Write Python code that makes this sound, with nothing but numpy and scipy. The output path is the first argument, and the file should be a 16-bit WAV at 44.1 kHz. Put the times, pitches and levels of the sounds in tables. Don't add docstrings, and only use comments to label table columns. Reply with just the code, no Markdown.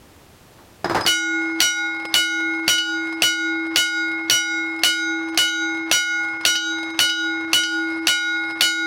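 import sys
import numpy as np
from scipy import signal
from scipy.fft import rfft, irfft
from scipy.io import wavfile
from scipy.ndimage import minimum_filter1d

SR = 44100
rng = np.random.default_rng(int(sys.argv[2]) if len(sys.argv) > 2 else 0)


def output_pcm(signal):
    pcm = np.clip(np.atleast_2d(signal).T, -1, 1) * 32767
    wavfile.write(sys.argv[1], SR, np.round(pcm).astype(np.int16))


N = 390726
TIME = np.arange(N) / SR

# (time [s], change in the bell's hum [dB], change in its high partial [dB], rebound [dB])
STROKES = [(1.0631, 2.5, -1, -41), (1.6037, -6.5, 4.5, -44), (2.1409, 1, -7, -42), (2.6792, 0, 0.5, -22),
           (3.221, 2.5, -2, -37), (3.7595, -2, -4.5, -31.5), (4.2983, -1.5, 2.5, -54),
           (4.8349, 1.5, -11, -46), (5.3749, 0.5, -7.5, -28.5), (5.9135, -8.5, 1.5, -55),
           (6.4513, -1.7, -1, -20), (6.9908, 0, -1.3, -24), (7.5317, 2, -2, -23), (8.0707, -5, -4.5, -36),
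           (8.6088, 1, -5, -38)]
# (frequency [Hz], relative level [dB], t60 [s])
BELL_MODES = [(325.8, -23.5, 13), (823, -31, 3.6), (1443.5, -5.5, 1.11), (2156.3, -12, 1.6),
              (2267, -34, 1.1), (2359, -17.5, .36), (2946.8, 3, .29), (3125.7, -12.5, .34),
              (3823.3, -10.7, .76), (4363, -7, .24), (4698, -20, .28), (4761, -16.5, .55),
              (4944.5, -14, .46), (5480, -14, .22), (5620, -15, .21), (5772.6, -3.5, .34), (6145, -19, .3),
              (6209, -20, .36), (6314, -18, .62), (6859, -13, .29), (7348, -21, .28), (7543.5, -19.5, .49),
              (8015.5, -13, .26), (8671, -22, .3), (9248, -14, .24), (9745, -22, .29), (10530, -24, .28),
              (10579, -18, .26), (11198, -35, .66), (11936, -22, .25)]
HUM, STRIKE_TONE, THIRD, CLANG, BRIGHT, HIGH = 0, 2, 3, 6, 8, 15
# (time [s], relative level [dB], t60 [s])
START_JOLTS = [(0.8438, -18, 0.2), (.897, -12.5, 0.17), (.947, -10, 0.26), (1.052, -19, 0.074)]
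# (frequency [Hz], relative level [dB])
HOUSING_SPECTRUM = [(40, -28), (90, -18), (220, -10), (400, -8), (700, -13), (1200, -2), (2400, 6),
                    (4500, 5), (6000, 1), (9000, -19), (16000, -30)]
DROP_TIMES = np.array([row[0] for row in STROKES])
RUNNING = TIME > START_JOLTS[0][0]
FLIGHT_S = .0091


def bell(level_db, scatter_db, decay_scatter, twin_share, split_hz, third_share, third_split_hz,
         rebound_loss_db, handover_s):
    out = np.zeros(N)
    hz, db, t60 = np.array(BELL_MODES, float).T
    blows = list(DROP_TIMES + FLIGHT_S) + [N / SR]
    for (_, hum_db, high_db, rebound_db), start, end in zip(STROKES, blows, blows[1:]):
        change_db = rng.normal(0, 1, len(hz)) * scatter_db
        change_db[[HUM, STRIKE_TONE, HIGH]] = hum_db, 0, high_db
        upset = min(10 * from_db(rebound_db), 1)
        change_db[THIRD] -= rebound_loss_db * upset
        span = slice(int(start * SR) + 1, int(end * SR) + SR // 20)
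        age = TIME[span] - start
        phase, beat_phase, split = rng.random((3, len(hz), 1))
        beat = 1 + twin_share * np.cos(2 * np.pi * (split_hz * (.5 + split) * age + beat_phase))
        beat[[HUM, STRIKE_TONE, BRIGHT]] = 1
        beat[THIRD] = 1 + min(third_share + upset, 1) * np.cos(2 * np.pi * third_split_hz * age)
        ring_time = t60 * np.exp(decay_scatter * rng.normal(0, 1, len(hz)))
        envelopes = from_db(db + change_db)[:, None] * fade(age, ring_time[:, None]) * beat
        modes = envelopes * np.sin(2 * np.pi * (hz[:, None] * age + phase))
        out[span] += modes.sum(0) * fade(np.maximum(TIME[span] - end, 0), handover_s)
    return from_db(level_db) * out


def hammer(slip_db, slip_lead_s, stop_db, clack_db, crack_db, crack_t60, shake_db, shake_t60):
    # (frequency [Hz], relative level [dB], t60 [s])
    linkage_modes = [(736, -12, 0.058), (1577, -12, 0.015), (2744, 2.5, 0.0085), (3660, 0, 0.0073),
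                     (4525, -1, 0.029), (5200, -11, 0.0025), (6066, -8.5, 0.026), (11180, -21, 0.13)]
    stops = clicks([(s, stop_db) for s in DROP_TIMES])
    chatter = bursts([(s, clack_db, .014) for s in DROP_TIMES]) * rng.standard_normal(N)
    slip = bursts([(s - slip_lead_s, slip_db, .08) for s in DROP_TIMES])
    crack = bursts([(s, crack_db, crack_t60) for s in DROP_TIMES])
    shake = bursts([(s + FLIGHT_S, shake_db, shake_t60) for s in DROP_TIMES])
    return ring(stops + chatter, linkage_modes) + (slip + crack + shake) * noise(HOUSING_SPECTRUM)


def rebounds(after_drop_s, knock_t60, rattle_db, ring_db):
    touches = [(s + after_drop_s, db) for s, _, _, db in STROKES]
    knock = bursts([(s, db, knock_t60) for s, db in touches])
    head_modes = [(4900, 2, 0.034), (5940, -12.0, 0.23), (6210, 0.5, 0.045)]
    rattle = ring(knock * rng.standard_normal(N), head_modes)
    bell_ring = ring(clicks(touches), BELL_MODES[CLANG:HIGH])
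    return knock * noise(HOUSING_SPECTRUM) + from_db(rattle_db) * rattle + from_db(ring_db) * bell_ring


def start_up(jolt_db, frame_db, squeal_db, rustle_db):
    # (frequency [Hz], relative level [dB])
    jolt_spectrum = [(40, -13), (100, -1), (170, -5.5), (240, -13.5), (345, 0), (520, -10), (760, -2),
                     (1200, -5.5), (1850, -10.5), (2600, -26.5), (4100, -24.5), (6000, -32), (9000, -40),
                     (16000, -47)]
    knocks = list(START_JOLTS) + [(s + 0.0145, db - 8, t60) for s, db, t60 in START_JOLTS]
    rustle = bursts([(.585, rustle_db, 0.35)])
    jolts = (from_db(jolt_db) * bursts(knocks) + rustle) * noise(jolt_spectrum)
    frame_modes = [(331, 3, 0.29), (765, -20, .05), (161, -19, 0.23)]
    boom = ring(clicks([(s, db + frame_db) for s, db, _ in knocks]), frame_modes)
    rub = bursts([(.846, 0, 0.36), (.9, -18, 0.26), (1.01, 2, 0.23), (1.034, 0, 0.18)])
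    squeal_spectrum = [(4700, -45), (5000, -11), (5050, 7), (5100, -13), (5400, -26), (16000, -75)]
    return jolts + boom + from_db(squeal_db) * rub * noise(squeal_spectrum)


def cam_load(full_db, slack_db, lift_s, crest_s, crest_width_s, relief_db):
    since_drop = TIME - DROP_TIMES[np.maximum(np.searchsorted(DROP_TIMES, TIME) - 1, 0)]
    slack = 1 - np.clip(since_drop / lift_s, 0, 1)
    crest = np.exp(-((since_drop - crest_s) / crest_width_s) ** 2)
    return from_db(full_db - slack_db * slack - relief_db * crest) * RUNNING


def gears(load, mesh_hz, mesh_depth, grind_db, rasp_db, patches_per_s, ticks_per_s, catch_db, crackle_db):
    # (frequency [Hz], relative level [dB])
    grind_spectrum = [(100, -6), (220, -10), (480, -9), (680, -6.5), (1100, 0), (1650, -5.5), (1900, -7.5),
                      (3300, -20.5), (4150, -23), (5150, -24), (5800, -25), (7500, -38), (11000, -57),
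                      (15500, -69)]
    # (time [s], relative level [dB])
    dryness_curve = [(1.5, 2), (2.5, 1.5), (4.7, -3), (6.8, -1), (7.4, -2), (7.9, 4.5)]
    # (time [s], relative peak [dB])
    catches = [(.9502, -25.5), (1.0094, -26), (2.0526, -42.5), (3.1256, -49), (6.7848, -49),
               (6.8299, -46.5)]
    # (frequency [Hz], relative level [dB], t60 [s])
    wheel_modes = [(4090, 1, 0.057), (4770, 2, 0.042), (5080, 8.5, 0.092), (5070, 1, 0.28),
                   (8100, -14, 0.24), (8820, -6, 0.1), (9160, -18.5, 0.19), (10770, -8, 0.029),
                   (12950, -27, .03)]
    tooth_db = 2 * wander(mesh_hz)
    mesh = 1 + mesh_depth * np.cos(2 * np.pi * mesh_hz * TIME)
    grind = from_db(grind_db + tooth_db) * load * mesh * noise(grind_spectrum)
    dry_stretch_db = 2.5 * np.cos(2 * np.pi * (TIME - 1.52) / .532)
    dryness = from_db(np.interp(TIME, *np.transpose(dryness_curve)) + dry_stretch_db)
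    grease_db = 0.5 * wander(patches_per_s)
    rasp = from_db(rasp_db + grease_db) * dryness * rng.standard_normal(N)
    tick_onsets = rng.random(N) < ticks_per_s * dryness / SR
    ticks = tick_onsets * from_db(-5 - 16 * rng.random(N))
    snaps = ticks * load + from_db(catch_db) * clicks(catches)
    snap_tails = signal.lfilter([1], [1, -fade(1 / SR, t60=0.032)], snaps + 1e-18)
    crackle = snap_tails * noise([(150, -4), (900, 11), (4000, -3.5), (7000, -11), (16000, -29)])
    return grind + ring(snaps + rasp * load, wheel_modes) + from_db(crackle_db) * crackle


def motor(hum_hz, hum_db):
    return from_db(hum_db) * RUNNING * np.sin(2 * np.pi * hum_hz * TIME)


def air(level_db):
    # (frequency [Hz], relative level [dB])
    air_spectrum = [(25, 9.5), (45, 3.5), (90, 7), (180, -1), (350, -4), (700, -8), (1400, -13.5),
                    (2800, -17), (5600, -21), (10000, -24.5), (16000, -27)]
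    return from_db(level_db) * noise(air_spectrum)


def from_db(db):
    return 10 ** (np.asarray(db) / 20)


def noise(spectrum):
    hz, db = np.transpose(spectrum)
    bins_hz = np.maximum(np.fft.rfftfreq(N, 1 / SR), 1)
    colour = from_db(np.interp(np.log(bins_hz), np.log(hz), db))
    x = irfft(rfft(rng.standard_normal(N)) * colour, N)
    return x / x.std()


def wander(per_s):
    return np.interp(TIME * per_s, np.arange(N), rng.standard_normal(N))


def fade(age, t60):
    return (age >= 0) * np.exp(-np.log(1000) * np.clip(age / t60, 0, 10))


def bursts(rows):
    out = np.zeros(N)
    for s, db, t60 in rows:
        span = slice(int(s * SR), int(s * SR) + SR // 2)
        out[span] += from_db(db) * fade(TIME[span] - s, t60)
    return out


def clicks(rows):
    out = np.zeros(N)
    for s, db in rows:
        out[int(s * SR)] += from_db(db)
    return out


def ring(force, modes):
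    out = np.zeros(N)
    for k, (hz, db, t60) in enumerate(modes):
        r, w = fade(1 / SR, t60), 2 * np.pi * hz / SR
        mode = signal.lfilter([0, np.sin(w)], [1, -2 * r * np.cos(w), r * r], force + 1e-18)
        out += (-1) ** k * from_db(db) * mode
    return out


def overload(x, top_db, knee):
    return x / (1 + np.abs(x / from_db(top_db)) ** knee) ** (1 / knee)


def gain_control(x, threshold_db, most_db, hold_s, release_db_per_s, lag_s, attack_s):
    over_db = np.clip(20 * np.log10(np.abs(x) + 1e-9) - threshold_db, 0, most_db)
    size = int(hold_s * SR) + 1
    held_db = -minimum_filter1d(-over_db, size, origin=(size - 1) // 2, mode="constant")
    cut_db = np.maximum.accumulate(held_db + release_db_per_s * TIME) - release_db_per_s * TIME
    lagged_db = np.interp(TIME - lag_s, TIME, cut_db)
    pole = np.exp(-1 / (attack_s * SR))
    return x * from_db(-signal.lfilter([1 - pole], [1, -pole], lagged_db))


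def scene():
    dry = bell(level_db=-0.5, scatter_db=1.12, decay_scatter=0.11, twin_share=0.26, split_hz=3.54,
               third_share=0.16, third_split_hz=2.37, rebound_loss_db=7.5, handover_s=.012)
    dry += hammer(slip_db=-42.5, slip_lead_s=0.016, stop_db=-1, clack_db=-18,
                  crack_db=-7, crack_t60=0.12, shake_db=-4.5, shake_t60=0.074)
    dry += rebounds(after_drop_s=.103, knock_t60=0.094, rattle_db=-16.0, ring_db=11)
    load = cam_load(full_db=-40, slack_db=10, lift_s=0.47, crest_s=0.474, crest_width_s=0.01, relief_db=13)
    dry += gears(load, mesh_hz=109.4, mesh_depth=0.099, grind_db=-1.0, rasp_db=-45,
                 patches_per_s=54, ticks_per_s=20, catch_db=3, crackle_db=13.5)
    dry += motor(hum_hz=88.4, hum_db=-57.5)
    dry += start_up(jolt_db=5.5, frame_db=-4.5, squeal_db=-23.5, rustle_db=-60.5)
    return (dry + air(level_db=-59))[None]


def record(dry):
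    quiet_boost_db = 14
    settled = gain_control(dry[0] * from_db(quiet_boost_db), threshold_db=-24, most_db=quiet_boost_db,
                           hold_s=1, release_db_per_s=1, lag_s=-.004, attack_s=.001)
    clipped = overload(settled, top_db=-2.13, knee=17.0)
    ducked = gain_control(clipped, threshold_db=-12.0, most_db=20,
                          hold_s=0.035, release_db_per_s=140, lag_s=0.0022, attack_s=0.0017)
    rounded = overload(ducked, top_db=-5.0, knee=1.96)
    low_cut = signal.butter(1, 126, "high", fs=SR, output="sos")
    high_cut = signal.ellip(10, .2, 80, 16200, fs=SR, output="sos")
    return signal.sosfilt(high_cut, signal.sosfilt(low_cut, rounded))[None]


dry = scene()
out = record(dry)
output_pcm(out)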